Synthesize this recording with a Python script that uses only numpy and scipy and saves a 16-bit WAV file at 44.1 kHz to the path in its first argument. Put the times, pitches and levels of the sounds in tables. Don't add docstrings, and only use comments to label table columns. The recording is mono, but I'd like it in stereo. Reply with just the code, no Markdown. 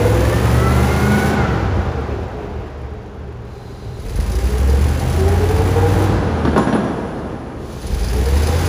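import sys
import numpy as np
from scipy import signal
from scipy.fft import rfft, irfft
from scipy.io import wavfile
from scipy.ndimage import uniform_filter1d

SR = 44100
rng = np.random.default_rng(int(sys.argv[2]) if len(sys.argv) > 2 else 0)


def wav_record(signal):
    frames = np.transpose(np.atleast_2d(signal))
    bounded = np.clip(frames, -1, 1)
    quanta = np.round(bounded * 32767).astype(np.int16)
    wavfile.write(sys.argv[1], SR, quanta)


N = 382788
T = np.arange(N) / SR
FREQS = np.arange(N + 1) * SR / (2 * N)
IDLE_HZ, FULL_HZ = 7.7, 30

FIRING_DB = [1, -4, 4, -4, 3.5, 3.5, -9, 4]
LEAK_DB = [12, 9, -41, 14.5, -1, 6, 8.5, -55]
# pitch in Hz, width in Hz, boost in dB.
GEARBOX = [(385, 70, 6), (460, 110, 9.5), (790, 90, 4), (1335, 60, 10), (1465, 110, 10.5)]
# start in seconds, relative level in dB, decay in seconds,
# extra ringing in dB, chain shake from 0 to 1, crack level in dB, top of the crack in Hz.
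KNOCKS = [(6.450, -14.5, 0.011, -26, 0.3, -29, 5000), (6.472, -17.5, 0.023, -22, .1, -34, 4000),
          (6.531, -21, .014, -16, 0, -38, 3000), (6.562, -11.5, 0.015, 0, 0.2, -20, 2310),
          (6.578, -14.5, 0.031, 9, 1, -27.5, 11000), (6.67, -17.5, 0.022, -14, 0, -40, 4000),
          (6.726, -15.5, 0.021, -7, 0.2, -27.5, 3570), (6.75, -20, 0.038, -8, 0.1, -38, 3000),
          (6.83, -25.5, 0.038, -11, 0, -46, 3000)]


def undb(db):
    return 10 ** (np.asarray(db) / 20)


def unit(x):
    return x / np.sqrt(np.mean(x ** 2))


def even(x, span_s=0.99):
    size = int(span_s * SR / 2)
    return x / np.sqrt(uniform_filter1d(uniform_filter1d(x ** 2, size), size) + 1e-18)


def slope(points, hz):
    point_hz, value = np.transpose(points)
    return np.interp(np.log(hz + 1), np.log(point_hz), value)


def bumps(resonances, hz):
    return sum(db / (1 + (2 * (hz - centre) / width) ** 2) for centre, width, db in resonances)


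def colour(x, points, resonances=()):
    cepstrum = irfft(np.log(undb(slope(points, FREQS) + bumps(resonances, FREQS))))
    cepstrum[1:N] *= 2
    cepstrum[N + 1:] = 0
    return irfft(rfft(x, 2 * N) * np.exp(rfft(cepstrum)))[:N]


def walk(rate_hz):
    size = int(SR / rate_hz)
    steps = np.repeat(rng.standard_normal(N // size + 1), size)
    return unit(uniform_filter1d(steps, size)[:N])


def tone(hz, wobble, flicker_db):
    level = np.sqrt(2) * undb(flicker_db * walk(9.1))
    turns = np.cumsum(hz * np.ones(N)) / SR + wobble * walk(25)
    return level * np.sin(2 * np.pi * turns)


def swell(start, end, attack_s, release_s):
    rise = 1 - np.exp(-np.clip(T - start, 0, end - start) / attack_s)
    return rise * np.exp(-np.maximum(T - end, 0) / release_s)


def strike(start, rise_s, decay_s):
    age = np.maximum(T - start, 0)
    return (1 - np.exp(-age / rise_s)) * np.exp(-age / decay_s)


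def pedal(lag_s=.06, wind_up_s=1.404, coast_s=.816, coast_hz=5.07):
    # pedal down in seconds, pedal up in seconds, speed aimed at in cycles per second.
    presses = [(-1.255, 1.283, 30.22), (3.931, 6.064, 23.24), (7.766, 9, 29.56)]
    speed, charge = np.full(N, IDLE_HZ), 0
    for down, up, goal_hz in presses:
        wound = IDLE_HZ + (goal_hz - IDLE_HZ) * swell(down + lag_s, up + lag_s, wind_up_s, np.inf)
        coasting = np.exp(-np.maximum(T - up - lag_s, 0) / coast_s)
        speed = np.maximum(speed, coast_hz + (wound - coast_hz) * coasting)
        depth = (goal_hz - IDLE_HZ) / (FULL_HZ - IDLE_HZ)
        charge += depth * swell(down, up, attack_s=.3, release_s=.04)
    return speed, charge


def gas_flow(speed, charge, burnt_db=-33.5, pumped_db=-48.5, db_per_octave=8):
    pumped = undb(pumped_db + db_per_octave * np.log2(speed / FULL_HZ))
    return 20 * np.log10(undb(burnt_db) * charge + pumped)


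def firings(cycles, pattern_db, scatter_db, jitter, ceiling=1.1):
    slot = np.arange(int(cycles[-1] * 8))
    late, strong = rng.standard_normal((len(slot), 2)).T
    at = np.interp((slot + jitter * late) / 8, cycles, np.arange(N)).astype(int)
    size = undb(np.array(pattern_db)[slot % 8] + scatter_db * np.minimum(strong, ceiling))
    return np.bincount(at, size, N)


def puffs(pulses, decay_s, steady, rise_s=0.01):
    flare = signal.lfilter([1], [1, -np.exp(-1 / (decay_s * SR))], pulses)
    return (unit(uniform_filter1d(flare, int(rise_s * SR) + 1)) + steady) * rng.standard_normal(N)


def exhaust(speed, cycles, flow_db, pull):
    # multiple of the engine speed, relative level in dB.
    partials = [(2, -13), (3, -4), (4, -7), (5, 8), (7, -7), (8, -20), (10, -7)]
    # frequency in Hz, gain in dB.
    curve = [(20, -72.5), (32, -27), (45, -0.5), (65, 0), (110, -0.5), (160, -9), (260, -15), (500, -14.5),
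             (1000, -40.5), (3000, -74)]
    # pitch in Hz, width in Hz, boost in dB.
    pipe = [(45, 12, 0), (72.7, 25.6, 9.5), (129.7, 7.2, 3.5), (195.9, 18, 10.5)]
    # cycles per second, gain in dB coasting, gain in dB pulling.
    boom_by_speed = [(7.55, -33, -17), (10.8, -29, -15), (14.7, -20, -15), (18.6, -15.5, -15.5),
                     (25.04, -17, -12.5), (26, -30, -17.5)]
    # time in seconds, gain in dB.
    boom_by_time = [(.8, -1.5), (1.2, -3), (2.6, 1), (3.6, -1.5), (4.8, 0.7), (6.1, 0.5), (6.7, -5.5),
                    (7.7, 0)]
    load_db = flow_db + 38
    note = 0
    for multiple, db in partials:
        lope_db = 0.26 * load_db * (multiple < 4)
        level = undb(db + lope_db + 2.6 * walk(4.3))
        note += level * np.sin(2 * np.pi * (multiple * cycles + rng.random()))
    pulses = firings(cycles, FIRING_DB, scatter_db=7, jitter=0.1457)
    note, ragged = (even(colour(x, curve, pipe)) for x in (note, pulses))
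    ragged_share = undb(-5 - 0.36 * load_db) * np.sqrt(18 / speed) ** (1 - pull / 2)
    hz, coasting_db, pulling_db = np.transpose(boom_by_speed)
    boom_db = (1 - pull) * np.interp(speed, hz, coasting_db) + pull * np.interp(speed, hz, pulling_db)
    boom_db += np.interp(T, *np.transpose(boom_by_time))
    return even(note + ragged_share * ragged) * undb(boom_db)


def chug(speed, cycles, pull, depth_db=3.5):
    labour = pull * np.interp(speed, [10, 15], [1, 0])
    return undb(depth_db * labour * (np.sin(2 * np.pi * cycles) + .5 * walk(12) - .4))


def body_panels(speed, pull, panel_hz=207):
    firing_hz = speed * 8
    resonance_db = bumps([(panel_hz, 45, 13), (panel_hz, 4, 11)], firing_hz)
    db = -37.5 + 8 * np.log2(speed / FULL_HZ) - 5 * (1 - pull) + resonance_db
    return undb(db) * tone(firing_hz, wobble=0.02, flicker_db=1)


def fan_and_block(speed, cycles, pull, coasting_db=-6, nearer_db_per_s=0.332):
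    # frequency in Hz, gain in dB.
    curve = [(40, -61.5), (100, 10), (200, 3.5), (350, 2), (600, -3.5), (1000, -5), (1600, -12.5),
             (2300, -17.5), (3500, -23.5), (6000, -30), (10000, -42), (15000, -117)]
    # pitch in Hz, width in Hz, boost in dB.
    cover = [(370, 73, 2.5), (465, 26, 3.5), (794, 58, 6), (1270, 86, 1), (1594, 220, 3.5)]
    housing = [(305, 35, 9.5), (345, 25, 6)]
    # multiple of the engine speed, relative level in dB.
    whines = [(10, -21), (16, -16), (20, -22), (40, -24.5)]
    pulses = firings(cycles, FIRING_DB, scatter_db=8, jitter=0.024)
    rush = even(colour(puffs(pulses, decay_s=0.0047, steady=11), curve, cover))
    whine = 0
    for multiple, db in whines:
        hz = multiple * speed
        whine += undb(db + bumps(cover + housing, hz)) * tone(hz, wobble=0.05, flicker_db=2)
    whine *= speed / 26 * undb(coasting_db * (1 - pull))
    return (rush + whine) * undb(-16.5 + 11.5 * np.log2(speed / FULL_HZ) + nearer_db_per_s * T)


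def leak(cycles, flow_db):
    # frequency in Hz, gain in dB.
    curve = [(500, -22.5), (1800, 9.5), (3200, 2), (4100, 0.5), (4800, -6.5), (5500, -1), (6200, -5.5),
             (7200, 0), (10000, 1), (13000, -1.5), (15500, -3)]
    # pitch in Hz, width in Hz, boost in dB.
    manifold = [(4800, 200, 6.5), (6200, 270, 7)]
    pulses = firings(cycles, LEAK_DB, scatter_db=3.5, jitter=0.063, ceiling=.3)
    gas = puffs(pulses, decay_s=0.008, steady=.55, rise_s=.002)
    return even(colour(gas, curve, manifold)) * undb(flow_db)


def loose_part(speed, cycles, flow_db):
    # frequency in Hz, gain in dB.
    curve = [(800, -51), (3500, 12), (8000, 26), (15000, -11)]
    # pitch in Hz, width in Hz, boost in dB.
    resonances = [(4640, 590, 15), (6240, 660, 4), (10200, 1100, 12), (13500, 1500, 7)]
    pulses = firings(cycles, LEAK_DB, scatter_db=8, jitter=0.33, ceiling=0)
    ticks = puffs(pulses, decay_s=0.0029, steady=0, rise_s=.002)
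    shake_db = flow_db - 11 - 15 * np.log10(np.maximum(speed / 12, 1))
    return even(colour(ticks, curve, resonances), span_s=1) * undb(shake_db)


def gears(speed, cycles, grip_s=.5, swell_depth=.35):
    # start and end in seconds, teeth
    # meeting per cycle, starting slip from 0 to 1, chatter depth, relative dB of the four partials.
    whine_spells = [(-.1, .13, 23.1, 0, .4, -26.5, -42, -46, -52),
                    (.13, 1.38, 28.7, .13, .25, -42, -42, -39, -38),
                    (1.42, 1.78, 42, .33, .4, -44, -50, -41.5, -52),
                    (1.82, 2.1, 31, 0, 1.1, -41, -52, -52, -54),
                    (2.25, 2.55, 41.5, .1, .9, -44, -46, -60, -66),
                    (2.85, 4.1, 52, 0, .9, -51.5, -69, -69, -74),
                    (4.3, 4.87, 33.3, 0, 1.1, -40.5, -55, -56, -58),
                    (5.1, 5.95, 25.6, .14, .7, -33, -36, -40, -53),
                    (6.15, 6.33, 27.5, 0, .8, -38.5, -52, -52, -56),
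                    (8.1, 8.33, 34, 0, .5, -39, -54, -58, -66),
                    (8.4, 8.55, 30.1, 0, .5, -36, -52, -56, -66)]
    partials = [1, 1.7, 2, 3]
    # time in seconds, boost in dB.
    spurts = [(.06, 2), (.32, 3), (.48, 2), (.665, 6), (.78, 2), (.87, 4), (1.06, 2), (1.16, 5), (1.37, 3),
              (1.44, 4), (1.87, 4), (1.99, 3), (4.76, 4), (5.24, 3), (5.33, 5), (5.67, 2), (5.75, 3),
              (5.83, 5.5), (5.89, 3), (8.32, 4)]
    out = 0
    for start, end, ratio, slip, chatter, *levels_db in whine_spells:
        tooth_hz = speed * ratio * (1 - slip * np.exp(-np.maximum(T - start, 0) / grip_s))
        whine = 0
        for multiple, db in zip(partials, levels_db):
            hz = multiple * tooth_hz
            whine += undb(db + bumps(GEARBOX, hz)) * tone(hz, wobble=.06 * multiple, flicker_db=1.2)
        rough = unit(1 + chatter * walk(60) + swell_depth * np.sin(2 * np.pi * cycles))
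        out += whine * rough * swell(start, end, attack_s=.03, release_s=.25)
    spurt_db = sum(db * np.exp(-((T - at) / .03) ** 2) for at, db in spurts)
    return out * undb(spurt_db - 1)


def tyres(grip_s=0.067, release_s=0.24, judder=0.4):
    # start of a turn in seconds, end in seconds, level in dB.
    turns = [(-.3, 0.197, -24.5), (1.95, 2.64, -35.5)]
    # frequency in Hz, gain in dB.
    curve = [(120, -35), (260, 3), (400, -1.5), (600, -2), (1000, -12), (2500, -21), (6000, -45.5)]
    scrub = unit(colour(rng.standard_normal(N) * (1 + judder * walk(45)), curve))
    return scrub * sum(undb(db) * swell(start, end, grip_s, release_s) for start, end, db in turns)


def machinery(gain_db=-2):
    # pitch in Hz, relative level in dB.
    hums = [(75.4, -36), (118.4, -37.5), (199.2, -45), (441.4, -46)]
    return sum(undb(db + gain_db) * tone(hz, wobble=0.22, flicker_db=3.5) for hz, db in hums)


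def slack_teeth(speed, pull, full_db=-28, db_per_octave=20):
    # frequency in Hz, gain in dB.
    curve = [(700, -38), (1200, -11.5), (1450, -2), (1700, -16), (2600, -38)]
    rattle = unit(colour(rng.standard_normal(N) * (1 + .5 * walk(20)), curve, GEARBOX))
    return rattle * (1 - pull) * undb(full_db + db_per_octave * np.log2(speed / FULL_HZ))


def oil_valve(fade_s=0.17):
    # opening and shutting time in seconds, relative level in dB, whistle from 0 to 1.
    openings = [(3.395, 4.25, -50.5, 0.55), (7.551, 8.0, -41.5, 0.1), (8.145, 8.8, -37, 0)]
    # frequency in Hz, gain in dB.
    curve = [(1500, -1), (3400, 2), (4200, 1.5), (6000, 0), (9000, -1), (15000, -8)]
    # pitch of a whistle in Hz, width in Hz, full boost in dB.
    whistles = [(3780, 120, 11), (4100, 220, 23), (4830, 60, 24)]
    out = 0
    for opens, shuts, db, share in openings:
        resonances = [(hz, width, share * boost_db) for hz, width, boost_db in whistles]
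        hiss = unit(colour(rng.standard_normal(N), curve, resonances))
        out += undb(db) * hiss * swell(opens, shuts, fade_s, fade_s)
    return out


def spits():
    # start in seconds, relative levels of the spit and of the chirp in dB.
    hard_firings = [(3.996, -42, -52), (4.084, -41, -45), (4.156, -33, -44), (4.199, -36, -45),
                    (4.221, -36, -46), (4.261, -38, -47), (4.317, -30.5, -42), (4.351, -32, -43),
                    (4.405, -42, -42), (4.454, -36, -40), (4.484, -34, -44), (4.499, -36, -48),
                    (4.580, -30, -52), (4.697, -33, -36), (4.810, -34, -40), (4.879, -36, -43),
                    (4.996, -30, -43), (5.096, -32, -41), (5.126, -32, -46), (5.191, -31, -48),
                    (5.285, -31, -41), (5.488, -34, -46), (5.557, -39, -48), (5.578, -34, -45),
                    (7.724, -39, -52), (7.815, -37, -46), (7.867, -30.5, -41), (7.935, -42, -38),
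                    (7.995, -35, -44), (8.031, -34, -38), (8.047, -33, -38), (8.084, -35, -32.5),
                    (8.133, -33, -44), (8.166, -33, -43), (8.256, -29, -37), (8.369, -30, -36),
                    (8.431, -30, -32), (8.470, -27, -33), (8.566, -33, -33), (8.658, -27, -34)]
    # pitch in Hz, relative level in dB, seconds to fade by 60 dB.
    chirp_tones = [(4680, -1, .08), (5010, 0, .08), (6200, -4, .06)]
    # frequency in Hz, gain in dB.
    curve = [(1500, -3), (4000, 8), (6200, 11), (8000, 1), (10000, 14.5), (15000, -7)]
    gas, chirps = np.zeros(2 * N), np.zeros(2 * N)
    age = T[:SR // 10]
    flare = strike(0, rise_s=.0013, decay_s=.01)[:len(age)]
    for start, spit_db, jolt_db in hard_firings:
        span = slice(int(start * SR), int(start * SR) + len(age))
        gas[span] += undb(spit_db) * flare
        for hz, db, ring_s in chirp_tones:
            pitch = hz * rng.uniform(.975, 1.025)
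            chirps[span] += undb(jolt_db + db - 60 * age / ring_s) * np.sin(2 * np.pi * pitch * age)
    return gas[:N] * unit(colour(rng.standard_normal(N), curve)) + chirps[:N]


def brakes(start_s=5.92, end_s=6.84, level_db=-23.5):
    # frequency in Hz, gain in dB.
    curve = [(60, -16), (130, 10.5), (330, 11), (600, -1), (1400, -8.5), (2200, -19.5), (4000, -29),
             (7000, -33), (10000, -29), (15000, -47)]
    rub = unit(colour(rng.standard_normal(N), curve))
    return rub * undb(level_db) * swell(start_s, end_s, attack_s=.078, release_s=.73)


def mast(rattle_db=6.5, ring_db=-22, rise_s=.001):
    # pitch in Hz, relative level in dB, seconds to fade by 60 dB.
    steel_tones = [(176, -1, 0.49), (216, 8, 1), (389, 0.5, 0.99), (807, 9, .13), (941, 13.5, 0.092),
                   (1065, 12, 0.14), (1290, 0.5, 0.27), (1640, -3, 0.74)]
    # frequency in Hz, gain in dB.
    curve = [(50, -42), (130, 7), (210, 13), (330, 8), (600, 0.5), (1050, -6), (1650, -8), (2100, -22),
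             (3600, -25.5), (6000, -40), (11000, -40), (15000, -52)]
    rattle, ring = np.zeros(N), np.zeros(N)
    for start, db, decay_s, steel_db, *_ in KNOCKS:
        at = int(start * SR)
        age = T[:N - at]
        rattle[at:] += undb(db) * strike(0, rise_s, decay_s)[:N - at] * rng.standard_normal(N - at)
        for hz, tone_db, ring_s in steel_tones:
            level = undb(db + steel_db + tone_db - 60 * age / ring_s)
            ring[at:] += level * np.sin(2 * np.pi * (hz * age + rng.random()))
    return unit(colour(rattle, curve)) * np.std(rattle) * undb(rattle_db) + undb(ring_db) * ring


def cracks(low_hz=900):
    out = 0
    for start, *_, db, top_hz in KNOCKS:
        band = signal.butter(4, [low_hz, top_hz], "bandpass", fs=SR, output="sos")
        noise = unit(signal.sosfilt(band, rng.standard_normal(N)))
        out += undb(db) * strike(start, rise_s=.0005, decay_s=.009) * noise
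    return out


def chains(links=4, pitch_spread=.002):
    # pitch in Hz, level at its loudest in dB, seconds to fade by 60 dB.
    chain_tones = [(5790, -57, 1.6), (6815, -61, 2.2), (7050, -52, .7), (9680, -55, 2.5), (9930, -50, 1),
                   (10150, -59, 1.8), (11200, -50, .65)]
    out = 0
    for hz, db, ring_s in chain_tones:
        decay_s = ring_s / np.log(1000)
        energy = sum((shake * swell(start, start + .005, .001, decay_s)) ** 2
                     for start, _, _, _, shake, *_ in KNOCKS)
        pitches = hz * (1 + pitch_spread * (np.linspace(-1, 1, links) + rng.uniform(-.3, .3, links)))
        shimmer = sum(np.sin(2 * np.pi * (pitch * T + rng.random())) for pitch in pitches)
        out += undb(db) * np.sqrt(energy / energy.max()) * unit(shimmer)
    return out


def clinks(rise_s=.012):
    # start in seconds, pitch in Hz, relative level in dB, seconds to fade by 60 dB.
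    hits = [(6.592, 7050, -27, .1), (6.622, 9930, -35, .17), (6.678, 5790, -41, .18),
            (6.736, 9930, -32, .18), (6.828, 5790, -42, .18)]
    return sum(undb(db) * strike(start, rise_s, ring_s / np.log(1000)) * np.sin(2 * np.pi * hz * T)
               for start, hz, db, ring_s in hits)


def hall_tail():
    # frequency in Hz, seconds to fade by 60 dB, echo level in dB.
    echo_bands = [(60.4, 1.5, -35), (131, 1.3, -8.5), (282, 1.9, -11.5), (545, 3.1, 0), (1550, 2.25, -2.5),
                  (4040, 0.97, 1), (7920, 0.67, -2.5), (9200, 0.17, -13), (15000, .3, -49)]
    rows = np.array(echo_bands)
    hz, age, noise = signal.stft(rng.standard_normal((2, 2 * SR)), SR, nperseg=512)
    ring_s = slope(rows[:, :2], hz)[:, None]
    echo_db = slope(rows[:, ::2], hz)[:, None]
    fade = np.exp(-np.log(1000) * age / ring_s) * np.sqrt(2 * np.log(1000) / (ring_s * SR))
    return signal.istft(noise * fade * undb(echo_db) * (age > .008), SR)[1]


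def hall(x, spots=5):
    running = np.pad(x, (SR, 0), mode="reflect")
    place = np.linspace(0, spots - 1, N)
    out = x
    for spot in range(spots):
        share = np.cos(np.pi / 2 * np.minimum(abs(place - spot), 1))
        out = out + share * signal.fftconvolve(running[None], hall_tail(), axes=1)[:, SR:SR + N]
    return out


def scene(hiss_db=0.5, gear_hall_share=.6):
    speed, charge = pedal()
    cycles = np.cumsum(speed) / SR
    flow_db = gas_flow(speed, charge)
    pull = np.minimum(charge / .3, 1)
    boom = exhaust(speed, cycles, flow_db, pull) * chug(speed, cycles, pull)
    engine = boom + body_panels(speed, pull) + fan_and_block(speed, cycles, pull)
    engine += slack_teeth(speed, pull)
    hiss = leak(cycles, flow_db) + spits() + loose_part(speed, cycles, flow_db) + oil_valve()
    whine = gears(speed, cycles)
    truck = engine + hiss * undb(hiss_db) + gear_hall_share * whine + tyres() + brakes()
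    clanks = mast() + cracks() + chains() + clinks()
    return hall(truck + clanks + machinery()) + (1 - gear_hall_share) * whine


def record(dry, peak_limit=.93, top_hz=15400):
    # frequency in Hz, lag in whole waves.
    left_lag = [(0, 0), (6300, 0), (8450, .5), (9700, .96), (10500, 1.03), (12000, 1.5), (13600, 1.97),
                (14500, 2.03), (15700, 2.5)]
    lag = np.exp(-2j * np.pi * np.interp(FREQS, *np.transpose(left_lag)))
    lean_db = bumps([(60, 2300, -0.59), (3080, 2500, 1.66)], FREQS)
    sides = np.array([lag * undb(lean_db), undb(-lean_db)])
    stereo = irfft(rfft(dry, 2 * N) * sides)[:, :N]
    rounded = stereo / (1 + (stereo / peak_limit) ** 8) ** (1 / 8)
    return signal.sosfilt(signal.ellip(10, .2, 80, top_hz, fs=SR, output="sos"), rounded)


dry = scene()
out = record(dry)
wav_record(out)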